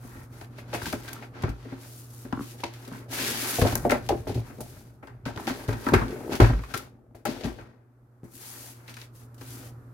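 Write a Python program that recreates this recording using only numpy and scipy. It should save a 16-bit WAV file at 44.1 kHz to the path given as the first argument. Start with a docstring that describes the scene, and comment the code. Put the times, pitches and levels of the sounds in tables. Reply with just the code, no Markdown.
"""First come a low hum, soft card rubbing and a small knock: hands handle boxes on a wooden table.
Knocks and taps ring decaying sine tones of the box, card and table top; snaps are bursts of noise.
Sliding is friction made of random tiny catches, and a dragged box bottom judders.
Short echoes add a quiet room. The mains hum and air noise sink in the busy middle, then come back."""
import sys
import numpy as np
from scipy import signal
from scipy.fft import rfft, irfft, next_fast_len
from scipy.io import wavfile

SR = 44100
rng = np.random.default_rng(int(sys.argv[2]) if len(sys.argv) > 2 else 0)


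def wav_record(signal):
    """Record a signal, one row per channel, as 16-bit PCM in the file named by sys.argv[1]."""
    frames = np.transpose(np.atleast_2d(signal))
    bounded = np.clip(frames, -1, 1)
    # unit amplitude maps onto the largest positive 16-bit level
    quanta = np.round(bounded * 32767).astype(np.int16)
    wavfile.write(sys.argv[1], SR, quanta)


def field_ratio(decibels):
    """Amplitude ratio for a level in dB (20 dB per decade); scalars and array-likes work."""
    return 10 ** (np.asarray(decibels, dtype=float) / 20)


N = 437913

# Knocks of the boxes: (time [s], box strength [dB], table thud re box [dB],
# card slap re box [dB], hardness [dB per octave])
KNOCKS = [(0.041, -34.5, -22, -36, -9), (0.155, -36.5, -11, -26, -2), (0.412, -42.5, -19, -3, 12),
          (0.585, -44, -30, 1, 14), (0.731, -27.5, -32, -8, 8.5), (0.745, -30.5, -27, -1, 13.5),
          (0.817, -30.5, -6, -7, -3), (0.866, -27.5, -18, -10, -12), (0.93, -19.5, -12, -11, 2),
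          (1.083, -45, -2, 7, 7), (1.128, -46, -25, 4.5, 6.5), (1.225, -47.5, -18, 7, 17),
          (1.436, -19.5, -14, -8, 0.5), (1.482, -25.5, -3, -27, -12), (1.653, -31.5, -28, -19, -2),
          (1.723, -27.5, -32, -17, -2), (2.25, -31.5, -18, -15, 0), (2.326, -24.5, -28, -8.5, -15.5),
          (2.544, -39, -16, -18, 2), (2.599, -41, -22, -6, 8), (2.636, -23, -9, -9, 8.5),
          (2.874, -28.5, -31, -19, -0.5), (2.917, -38, -23, -11, -21), (3.587, -16, -5.5, -38.5, 3),
          (3.615, -10, -20, -23.5, 1), (3.65, -12, -21, -28, 7), (3.726, -20, -9.5, -16, -8),
          (3.754, -21, -35, -11, 1.5), (3.851, -10, -42.5, -49, 7), (3.898, -16, -17.5, -5, 6),
          (3.919, -9.5, -26.5, -11, 7.5), (3.949, -25, -19.5, -11.5, 11.5), (4.092, -26, -14.5, -25, 17),
          (4.104, -30, -4.5, -27.5, 17.5), (4.121, -21, -16, -21, 3), (4.14, -28.5, -27, -26, -3.5),
          (4.27, -22, -14.5, -22, 3.5), (4.295, -21, -2, -30, -1.5), (4.352, -21.5, 0.5, -41, -2),
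          (4.376, -26.5, 2, -34, 4), (4.5, -40.5, -14, -11, 9), (4.585, -29.5, -40, -33, 2),
          (4.606, -28, -13, -23.5, 7), (5.029, -40, -4, -7.5, 5), (5.074, -48, 1.5, 3.5, 0),
          (5.257, -28, -5.5, -15.5, -17.5), (5.286, -33.5, -3, -16.5, 11), (5.36, -29, -5.5, -15.5, 1.5),
          (5.374, -32, -19.5, -2.5, -6.5), (5.476, -24, -27, -3, 0), (5.497, -27.5, -8.5, -2.5, 3),
          (5.687, -23, -3, -11.5, 1.5), (5.724, -27.5, -1.5, -12.5, -9), (5.866, -18.5, -22, -4, -4.5),
          (5.887, -25.5, -8, 0, -2), (5.921, -12, -24.5, -21.5, -8.5), (5.938, -9.5, -2, -2, 1),
          (6.018, -23, 0, -7, -9.5), (6.333, -27, -19, -3.5, 8.5), (6.401, -5, -5.5, -9, -1),
          (6.416, -10.5, -5.5, -19, 6), (6.443, -18.5, -6, -4, -2), (6.471, -27.5, -10, -11.5, -5.5),
          (6.497, -17, -1.5, -14.5, -3), (6.533, -26.5, 6.5, -7.5, -5), (6.591, -32.5, -2, -7, -1),
          (6.636, -44.5, -19, 5.5, 2), (6.742, -31.5, -2, -0.5, -11), (7.147, -38, -21, -16, 4.5),
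          (7.253, -21.5, -17, -7, 6.5), (7.286, -24.5, -9.5, -35, -6), (7.442, -22.5, 0, -31, -7.5),
          (7.586, -37.5, -6, -6, 5), (8.233, -33.5, -7, -31, -10), (8.885, -61, -17, 14.5, 15.5),
          (8.969, -55.5, -11, 15, 4), (9.021, -61, -13, 12, 1), (9.216, -44.5, 0, -15, 4),
          (9.413, -34.5, -26, -12.5, 1)]
# Clean taps that mainly set one panel ringing:
# (time [s], strength [dB], panel pitch [Hz], ring time [share of the free ring])
TAPS = [(0.818, -27.5, 1560, 1.9), (0.857, -23.5, 1560, 2.2), (0.926, -23, 746, 0.3),
        (1.083, -31, 1560, 3.7), (1.165, -29, 1345, 0.74), (1.4396, -10, 112, 0.23),
        (1.491, -20.5, 112, 0.51), (2.327, -23.5, 1300, 0.83), (2.331, -20.5, 255, 0.46),
        (2.374, -23.5, 1241, 0.77), (2.377, -20.5, 250, 0.32), (2.393, -18.5, 1242, 0.37),
        (2.396, -19, 250, 0.27), (2.407, -23, 1220, 0.33), (2.41, -21, 250, 0.45), (2.635, -20.5, 960, 3.7),
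        (3.585, -19.5, 690, 0.83), (3.587, -15.5, 474, 1.5), (3.619, -6.5, 92, 1.6),
        (3.637, -13.5, 464, 0.79), (3.727, -21.5, 792, 1.2), (3.851, -15, 465, 2), (3.851, -19, 705, 1.3),
        (3.853, -26.5, 255, 0.48), (3.919, -13, 776, 2.1), (4.095, -16, 800, 1.5),
        (4.107, -16.5, 433, 1.06), (4.124, -15.5, 340, 0.65), (5.263, -25, 1345, 0.95),
        (5.266, -21.5, 260, 0.55), (5.31, -36, 1400, 2.0), (5.398, -19, 800, 0.5), (5.418, -30, 800, 0.77),
        (5.471, -22.5, 250, 0.51), (5.475, -23.5, 790, 3), (5.509, -22.5, 252, 1.1),
        (5.684, -14.5, 112, 0.86), (5.692, -20, 405, 0.7), (5.888, -17.5, 1600, 2), (5.936, 0.5, 380, 0.52),
        (5.947, -11, 110, 0.8), (5.965, -8.5, 76, 0.77), (6.401, -2, 342, 0.26), (6.401, -13, 975, 0.91),
        (6.413, -9, 54, 0.5), (6.415, -6, 110, 0.28), (6.432, -7, 76, 0.59), (6.636, -33, 1100, .9),
        (6.708, -41, 1560, 3.3), (6.74, -21.5, 1300, 3.1), (6.74, -27, 2500, .5), (6.794, -33, 1350, 2.5),
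        (6.742, -25, 1620, 1.1), (7.255, -20.5, 600, 2.9)]
# Ways the table top can ring: (pitch [Hz], relative level [dB], free time to fall 60 dB [s])
TABLE_MODES = [(54, -4, 0.3), (76, -29, 0.074), (98.4, -5, 0.055), (114.3, 3.5, 0.25)]
# Ways the box walls can ring: (pitch [Hz], relative level [dB], free time to fall 60 dB [s])
BOX_MODES = [(161, -11.5, 0.097), (228, -4, 0.068), (261.2, 0, 0.12), (340.2, -6, 0.2), (380, -4, 0.058),
             (427.2, -10.5, 0.13), (476.5, -4.5, 0.049), (601.5, -3, 0.039), (699, -16.5, 0.13),
             (793, -0.5, 0.02)]
# Ways the card panels can ring: (pitch [Hz], relative level [dB], free time to fall 60 dB [s])
CARD_MODES = [(875, -6, 0.038), (960, 12, 0.012), (1144, -1, 0.029), (1345, 6, 0.028), (1365, -0.5, 0.011),
              (1575, 9.5, 0.014), (1860, 6, 0.01), (2170, 4.5, 0.0098), (2497, -8, 0.05),
              (2680, -10.5, 0.027)]
# Low rumble of the handled box: (time [s], relative level in box [dB], level in table [dB])
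RUMBLE = [(0.0, -66, -46), (0.58, -55, -51), (0.88, -55, -47), (2.02, -56, -53.5), (2.96, -55, -54),
          (3.34, -42, -54), (3.62, -49, -63), (3.76, -51, -31), (4.2, -48.5, -38), (5.03, -59.5, -49),
          (5.31, -60, -49), (5.45, -52, -53), (5.72, -46, -45), (5.92, -49.5, -45.5), (6.11, -46, -58),
          (6.36, -39.5, -61), (6.5, -61.5, -34), (6.91, -56, -54.5), (7.24, -65, -58.5), (7.44, -38.5, -47),
          (7.63, -54, -47.5), (7.88, -68.5, -63.5), (8.68, -60.5, -58.5), (9.13, -65.5, -53),
          (9.62, -54.5, -49.5), (9.93, -59, -54)]
# Card edges snapping: (time [s], strength [dB], time to fall 60 dB [s], treble re the rest [dB])
SNAPS = [(0.4125, -37.5, 0.026, -16), (0.445, -47, 0.032, -22), (0.7295, -30.5, 0.03, -17),
         (0.857, -30, 0.21, -8.5), (0.9265, -29.5, 0.035, -0.5), (1.0795, -32.5, 0.036, -22),
         (1.131, -35.5, 0.035, 11.5), (1.4223, -40, 0.067, -3), (1.4372, -35, 0.04, -23),
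         (1.4917, -41, 0.065, -1), (2.326, -33.5, 0.037, -22.5), (2.604, -40, 0.049, -10),
         (2.6376, -19, 0.028, -19), (2.7377, -44.5, 0.094, -3), (2.8504, -42, 0.044, -9.5),
         (2.8778, -42, 0.04, 2), (2.9249, -47, 0.072, -3), (3.668, -29.5, 0.075, -18),
         (3.7223, -39, 0.12, 0.5), (3.7542, -27.5, 0.027, 16), (3.8949, -28.5, 0.065, -1.5),
         (3.9075, -22.5, 0.049, -4), (3.9158, -20.5, 0.02, -2), (4.0639, -48.5, 0.04, -1.5),
         (4.0892, -19, 0.054, -10.5), (4.345, -37.5, 0.11, -4), (4.606, -43, 0.06, 14.5),
         (5.0714, -47.5, 0.062, -9.5), (5.254, -32.5, 0.049, -19), (5.3606, -34, 0.037, -14),
         (5.3745, -35.5, 0.035, -22), (5.3957, -48, 0.05, -24), (5.47, -26, 0.19, -13.5),
         (5.6782, -37.5, 0.06, -4), (5.7293, -36, 0.04, -11.5), (5.861, -46.5, 0.044, -17),
         (5.887, -33, 0.042, -5.5), (5.934, -26.5, 0.078, -13), (5.938, -19, 0.041, -7),
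         (6.0819, -38, 0.04, -15.5), (6.1075, -35.5, 0.024, -12), (6.3248, -34.5, 0.11, -15.5),
         (6.3523, -31, 0.13, -2.5), (6.4022, -23.5, 0.035, -2), (6.6355, -45, 0.054, -9.5),
         (6.7386, -23.5, 0.059, -9.5), (6.7755, -33, 0.048, 5.5), (7.2524, -29, 0.041, 3.5),
         (7.4092, -42.5, 0.1, -18.5), (7.4365, -34, 0.1, -27), (8.8792, -38, 0.04, -19),
         (8.896, -40.5, 0.03, -16), (8.9402, -39, 0.068, -7), (8.968, -37.5, 0.037, -3.5),
         (8.986, -47.5, 0.03, -15), (9.0156, -36.5, 0.04, -19), (9.344, -59.5, 0.068, 12),
         (9.38, -51, 0.071, 0), (9.411, -37.5, 0.036, -13)]
# Faces sliding, each swelling and fading:
# (start [s], length [s], hiss [dB], treble re hiss [dB], card rustle [dB])
SLIDES = [(-.05, 0.38, -63, 6.5, -54.5), (0.281, 0.23, -61, 5, -52.5), (0.465, 0.25, -65.5, -5, -61),
          (0.547, 0.097, -51.5, -6, -72), (0.633, 0.32, -53, -7, -50), (0.773, .25, -48, 2.5, -52.5),
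          (0.947, 0.21, -53.5, 0.5, -50.5), (1.061, 0.26, -54.5, -5, -48.5),
          (1.302, 0.27, -53.5, -15, -43.5), (1.476, 0.51, -59, -9.5, -58), (1.754, 0.39, -62.5, 11.5, -77),
          (2.052, 0.26, -64.5, 12.5, -73), (2.197, 0.33, -61.5, -2, -62), (2.372, 0.22, -54, 4.5, -67),
          (2.54, 0.18, -55.5, -1, -73), (2.676, 0.41, -59.5, 0.5, -56.5), (2.883, 0.22, -63, 1, -53),
          (3.072, 0.42, -33, -0.5, -37), (3.356, 0.34, -36.5, 3.5, -40), (3.628, 0.15, -38, 0.5, -35),
          (3.73, 0.2, -58, 9.5, -45.5), (3.996, 0.15, -60.5, 2, -59.5), (4.386, 0.62, -68, 7, -63.5),
          (5.337, 0.41, -53.5, 1.5, -48), (5.768, 0.22, -52.5, 0.5, -50.5), (6.01, 0.58, -63, 6.5, -55.5),
          (6.284, 0.11, -43.5, -6, -34), (6.563, 0.33, -62.5, 2, -83), (6.673, 0.082, -55, -19, -47.5),
          (7.297, 0.43, -60.5, -10, -70), (8.284, 0.54, -54.5, 9, -55.5), (8.687, 0.4, -68.5, 4, -62),
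          (8.851, 0.11, -53, -4, -54.5), (8.936, 0.17, -56.5, -0.5, -66), (9.107, 0.19, -66, 9, -74),
          (9.353, 0.42, -55.5, 6.5, -57)]
# Faces skidding to a stop after a jolt:
# (time [s], time to fall 60 dB [s], hiss [dB], treble re hiss [dB], card rustle [dB])
SKIDS = [(.735, 0.21, -36.5, -4, -42), (1.085, 0.063, -44, -3, -55), (2.636, 0.33, -43, -18, -76),
         (3.613, 0.099, -31, -12.5, -24.5), (3.918, 0.33, -41.5, -3.5, -34.5), (4.093, 1, -54, 1.5, -51),
         (4.27, 0.58, -47, -4.5, -46), (4.607, 1, -62, 3.5, -68), (5.07, 0.62, -79, -14, -58.5),
         (5.254, 0.31, -42.5, -8.5, -35.5), (5.474, 0.24, -45, -6.5, -42.5), (5.683, 0.9, -48, 0.5, -39.5),
         (5.938, 0.54, -40, -8, -28.5), (6.402, 0.49, -33, -10, -30), (6.739, 0.34, -43.5, -3.5, -38),
         (7.148, 0.23, -63, 2, -56.5), (7.256, 0.54, -38, -8, -37), (7.441, 0.21, -48, -5.5, -39),
         (7.587, 0.71, -69, -10, -53.5), (8.238, 0.53, -74, 14, -58.5), (5.025, 0.28, -70, 4, -48.5)]
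# Colour of card friction: (frequency [Hz], relative level per hertz [dB])
FRICTION_COLOUR = [(1470, -2.5), (2500, -0.5), (4690, -3.5), (5110, -6), (6150, -9), (7830, -16),
                   (11900, -13.5), (15200, -19), (16000, -21)]
# The dragged box bottom slipping: (time [s], relative strength [dB])
SLIPS = [(6.105, -29.5), (6.129, -28.5), (6.143, -34), (6.181, -40), (6.203, -37), (6.223, -41),
         (6.247, -31.5), (6.265, -31), (6.278, -29), (6.295, -24.5), (6.307, -36), (6.322, -27),
         (6.344, -34)]
# Where the handled box is: (time [s], left minus right [dB])
PLACE = [(0.0, 2.0), (1.16, 2), (6.61, 2.5), (6.72, 6), (6.91, 2.5), (7.19, 5.5), (8.93, 2.5), (9.93, 2.5)]
# How alike the two sides sound: (frequency [Hz], likeness [0 to 1])
LIKENESS = [(30, .998), (60, .993), (125, .96), (250, .95), (500, .9), (1000, 0.1), (15000, 0.0)]
# Loudness of hum and air noise together: (time [s], relative level [dB])
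HUM_LEVEL = [(0, -44.5), (1.3, -44.5), (3.3, -44), (3.7, -47.5), (4.6, -50.5), (5.2, -52), (5.6, -49),
             (6.3, -50), (6.8, -57), (7.8, -57), (8.6, -51), (9.6, -43), (9.93, -45)]
# Colour of the room's air noise: (frequency [Hz], relative level per hertz [dB])
AIR_COLOUR = [(82, -34), (140, -6.5), (158, -33.5), (255, -9), (322, -13), (755, -24.5), (1320, -20),
              (2970, -44.5), (7840, -44.5), (14200, -40.5), (16000, -62)]


def in_time(rows):
    """Join the columns of a table by straight lines, one value a sample."""
    s, *columns = np.transpose(rows)
    return [np.interp(np.arange(N) / SR, s, c) for c in columns]


def at_hz(points, hz):
    """Read a table between its points, evenly along musical pitch."""
    points_hz, values = np.transpose(points)
    return np.interp(np.log(hz), np.log(points_hz), values)


def rms_one(x):
    """Scale to an average strength (rms) of 1."""
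    return x / np.sqrt(np.mean(x ** 2) + 1e-20)


def drift(rate_hz):
    """Slow random wandering with spread 1: noise smoothed twice, made at every 40th sample."""
    r = np.exp(-80 * np.pi * rate_hz / SR)
    white = rng.standard_normal(N // 40 + 2002)
    slow = signal.lfilter([1], [1, -2 * r, r * r], white)[2000:]
    return np.interp(np.arange(N) / 40, np.arange(len(slow)), rms_one(slow))


def pair(hz, white):
    """Two microphones hear the bass alike and the treble apart."""
    alike = np.clip(at_hz(LIKENESS, hz), 0, 1)
    shared = np.sqrt(.5 + alike / 2) * white[0]
    apart = np.sqrt(.5 - alike / 2) * white[1]
    return shared + apart * [[1], [-1]]


def ring(drive, hz, t60):
    """A unit click starts a sine of about height 1 that falls 60 dB in t60 seconds."""
    r = field_ratio(-60 / (max(t60, .01) * SR))
    w = 2 * np.pi * hz / SR
    return signal.lfilter([0, np.sin(w)], [1, -2 * r * np.cos(w), r * r], drive + 1e-18)


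def coloured(white, spectrum):
    """Stereo noise shaped by a spectrum and by the likeness of the two sides; rms 1."""
    hz = np.maximum(np.fft.rfftfreq(N, 1 / SR), 20)
    inside = (hz > spectrum[0][0]) & (hz < spectrum[-1][0])
    return rms_one(irfft(pair(hz, rfft(white)) * field_ratio(at_hz(spectrum, hz)) * inside, N))


def grains(per_s, spread_db):
    """Friction: two streams of fibres catching at random, with uneven sizes."""
    caught = rng.random((2, N)) < per_s / SR
    size_db = spread_db * np.minimum(rng.exponential(1, (2, N)), 4)
    return rng.standard_normal((2, N)) * caught * field_ratio(size_db)


def bursts(times, gains, lengths_s):
    """Envelopes that jump up at each time and fall 60 dB within their own length."""
    out, t = np.zeros((len(gains[0]), N)), np.arange(SR) / SR
    for s, gain, length in zip(times, gains, np.clip(lengths_s, .004, 1)):
        i = int(s * SR)
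        n = min(int(length * SR), N - i)
        out[:, i:i + n] += gain[:, None] * field_ratio(-60 * t[:n] / length)
    return out


def body(modes, part_db, blow_db, contact_s, rub_level, rocking_db, per_s, damping, centre_hz):
    """A set of ringing tones, struck by every knock and stirred by the rubbing between them."""
    s, box_db, _, _, hardness = np.transpose(KNOCKS)
    knock_db = box_db + part_db
    # after a knock the box rocks and rubs until it settles, within 0.13 s
    rocking = bursts(s, field_ratio(knock_db + rocking_db)[:, None], np.full(len(s), 0.13))
    luck = rng.normal(0, 1.8, (len(s), len(modes)))   # no two knocks excite the tones alike
    first = np.zeros(N)
    first[(s * SR).astype(int)] = field_ratio(7.5)   # the corner that lands first gives one sharp push
    rub = grains(per_s, spread_db=5.0)
    contact = rms_one(grains(9000, spread_db=2.0))   # a flat face lands unevenly: a rough burst
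    struck, stirred = 0, 0
    for k, (hz, db, t60) in enumerate(modes):
        octaves = np.log2(hz / centre_hz)
        # a harder blow reaches the higher tones
        push_db = knock_db + blow_db + db + luck[:, k] + hardness * octaves
        push = bursts(s, field_ratio(push_db)[:, None], np.full(len(s), contact_s))
        # shifting the grains gives each tone its own stretch of them
        rough = pair(hz, np.roll(contact, 997 * k, axis=1))
        struck = struck + ring(push * (rough + first), hz, t60)
        rubbed = ring(pair(hz, np.roll(rub, 997 * k, axis=1)), hz, t60 * damping)
        stirred = stirred + field_ratio(db + 1 * octaves) * rubbed   # rubbing favours higher tones: 1 dB/octave
    return struck + (rub_level + rocking) * rms_one(stirred)


def box_walls(rustle, rumble_db):
    """The hollow box rings when knocked; rubbing and rumble stir its walls."""
    return body(BOX_MODES, part_db=0, blow_db=-30.0, contact_s=0.0756,
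                rub_level=field_ratio(rumble_db) + field_ratio(-0.5) * rustle, rocking_db=-18.5,
                per_s=600, damping=0.81, centre_hz=330)


def card_panels(rustle):
    """Thin card slaps when knocked and rustles unevenly when rubbed."""
    slap_db = np.array(KNOCKS)[:, 3]
    return body(CARD_MODES, part_db=slap_db, blow_db=-28.0, contact_s=0.07056,
                rub_level=rustle * field_ratio(2.7 * drift(20)), rocking_db=-21.5,
                per_s=4100, damping=0.68, centre_hz=1440)


def table_top(rumble_db):
    """The table top gives low thuds under the knocks and a rumble between them."""
    thud_db = np.array(KNOCKS)[:, 2]
    return body(TABLE_MODES, part_db=thud_db, blow_db=-26.0, contact_s=0.042,
                rub_level=field_ratio(rumble_db), rocking_db=-8.0,
                per_s=430, damping=0.39, centre_hz=78.5)


def taps():
    """Each tap is one clean push into the tones nearest the panel that was hit."""
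    rise_s = 0.00046   # a fingertip or corner is soft
    reach_oct = 0.033   # how far in pitch neighbouring panels are drawn in
    out, t = np.zeros(N + SR), np.arange(SR // 2) / SR
    hz, db, t60 = np.transpose(TABLE_MODES + BOX_MODES + CARD_MODES)[:, :, None]
    for s, strength_db, panel_hz, share in TAPS:
        reach = np.exp(-.5 * (np.log2(hz / panel_hz) / reach_oct) ** 2)
        near = reach[:, 0] > .03 * reach.max()
        decay = field_ratio(-60 * t / (t60[near] * max(share, .05)))
        rings = decay * np.sin(2 * np.pi * hz[near] * t) * (1 - np.exp(-t / rise_s))
        tap = np.sum(reach[near] * rings, axis=0) / reach.sum()
        i = int(s * SR)
        out[i:i + len(t)] += field_ratio(strength_db) * tap
    return out[:N]


def edges(hiss, hiss_top):
    """Card edges snap, and hiss while they slide with a wandering colour: all filtered friction."""
    s, strength_db, dying, bright_db = np.transpose(SNAPS)
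    gains = field_ratio(np.c_[strength_db, strength_db + bright_db] - 7)   # 7 dB from strength to noise rms
    crack = field_ratio(-9.5) * bursts(s, gains, np.full(len(s), 0.0039))   # each snap opens with a crack
    snap, snap_top = bursts(s, gains, dying) + crack
    fibres = coloured(grains(7000, spread_db=1.5), FRICTION_COLOUR)
    top = signal.sosfilt(signal.butter(4, 7500, "high", fs=SR, output="sos"), fibres)
    low = rms_one(signal.sosfilt(signal.butter(4, 7500, "low", fs=SR, output="sos"), fibres))
    lowest = signal.sosfilt(signal.butter(2, 3500, "low", fs=SR, output="sos"), low)
    # the whole hiss flutters, and each range of pitch also wanders by itself
    flutter = field_ratio(0.42 * drift(40))
    wandering = lowest * field_ratio(0.92 * drift(17)) + (low - lowest) * field_ratio(0.78 * drift(13))
    shimmer = field_ratio(1.2 * drift(15))
    lower_part = snap * low + hiss * flutter * wandering
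    return lower_part + (snap_top + hiss_top * flutter * shimmer) * rms_one(top)


def rubbing():
    """Loudness of hiss, its treble and card rustle: slides swell, skids die, the hand is uneven."""
    s, dying, hiss_db, bright_db, rustle_db = np.transpose(SKIDS)
    r = np.exp(-1 / (0.0027 * SR))   # skids take about 2.7 ms to rise
    jolts = bursts(s, field_ratio(np.c_[hiss_db, hiss_db + bright_db, rustle_db]), dying)
    out = signal.lfilter([1 - r], [1, -r], jolts + 1e-18)
    t = np.arange(N) / SR
    for s, length, hiss_db, bright_db, rustle_db in SLIDES:
        span = slice(max(int(s * SR), 0), int((s + length) * SR))
        since, left = t[span] - s, s + length - t[span]
        rise, fall = 0.035 + 0.073 * length, 0.035 + 0.16 * length   # seconds
        ends = np.clip(np.minimum(since / rise, left / fall), 0, 1) ** 2
        arch_db = -6.5 * (2 * since / length - 1) ** 2   # loudest halfway
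        levels_db = np.c_[[hiss_db, hiss_db + bright_db, rustle_db]]
        out[:, span] += field_ratio(levels_db + arch_db) * ends
    return out * field_ratio(1.1 * drift(9.6))


def judder():
    """The box bottom sticks and slips as it is dragged, each slip sounding the middle wall tones."""
    s, strength_db = np.transpose(SLIPS)
    slips = np.zeros(N)
    slips[(s * SR).astype(int)] = field_ratio(strength_db - 4.0)
    return sum(ring(slips, hz, 0.092) for hz, _, _ in BOX_MODES[3:6])


def room(x):
    """Echoes from six feedback delays a side, duller on every round."""
    t60_s, wall_cut_hz = 0.21, 12000
    size = next_fast_len(N + SR)
    hz = np.fft.rfftfreq(size, 1 / SR)
    dull = 1 / (1 + 1j * hz / wall_cut_hz)
    answer = np.zeros((2, len(hz)), complex)
    for k, lag in enumerate(rng.uniform(.012, 0.036, 12)):   # seconds a round
        loop = field_ratio(-60 * lag / t60_s) * dull * np.exp(-2j * np.pi * hz * lag)
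        answer[k % 2] += (-1) ** (k // 2) * loop / (1 - loop)
    answer *= hz ** 2 / (hz ** 2 + 33.0 ** 2)   # light walls let the bass through
    return irfft(rfft(x, size) * answer, size)[:, :N]


def hum():
    """A slightly wavering mains tone with a faint octave, over the air noise of the room."""
    pitch_hz = 119.7 + .5 * drift(2.5)
    phase = 2 * np.pi * np.cumsum(pitch_hz) / SR
    waver = field_ratio(0.4 * drift(2))
    tone = np.sqrt(2) * waver * (np.sin(phase) + field_ratio(-19.5) * np.sin(2 * phase))
    air = field_ratio(-10.5) * coloured(rng.standard_normal((2, N)), AIR_COLOUR)
    return field_ratio(in_time(HUM_LEVEL)[0]) * (tone + air)


def scene():
    """Mix box, card, taps and friction over the table top, with room echoes and hum."""
    hiss, hiss_top, rustle = rubbing()
    box_rumble_db, table_rumble_db = in_time(RUMBLE)
    handled = box_walls(rustle, box_rumble_db) + card_panels(rustle)
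    handled = handled + taps() + edges(hiss, hiss_top) + judder()
    # the handled box moves between left and right; the table top stays put
    placed = handled * field_ratio(in_time(PLACE)[0] * [[.5], [-.5]])
    echoes = field_ratio(-12.5) * room(handled)
    return placed + table_top(table_rumble_db) + echoes + hum() * field_ratio([[-.4], [.4]])


def band_limit(x):
    """A steep low-pass at the top of the band."""
    return signal.sosfilt(signal.butter(12, 16680, fs=SR, output="sos"), x)


def record(dry):
    """Cut the bass below 40 Hz, add faint microphone hiss and softly round the peaks."""
    x = signal.sosfilt(signal.butter(4, 40, "high", fs=SR, output="sos"), dry)
    x = x + field_ratio(-91.5) * rng.standard_normal(x.shape)
    mix = 1.028 * np.tanh(x / 1.323)
    return band_limit(mix)


dry = scene()
out = record(dry)
wav_record(out)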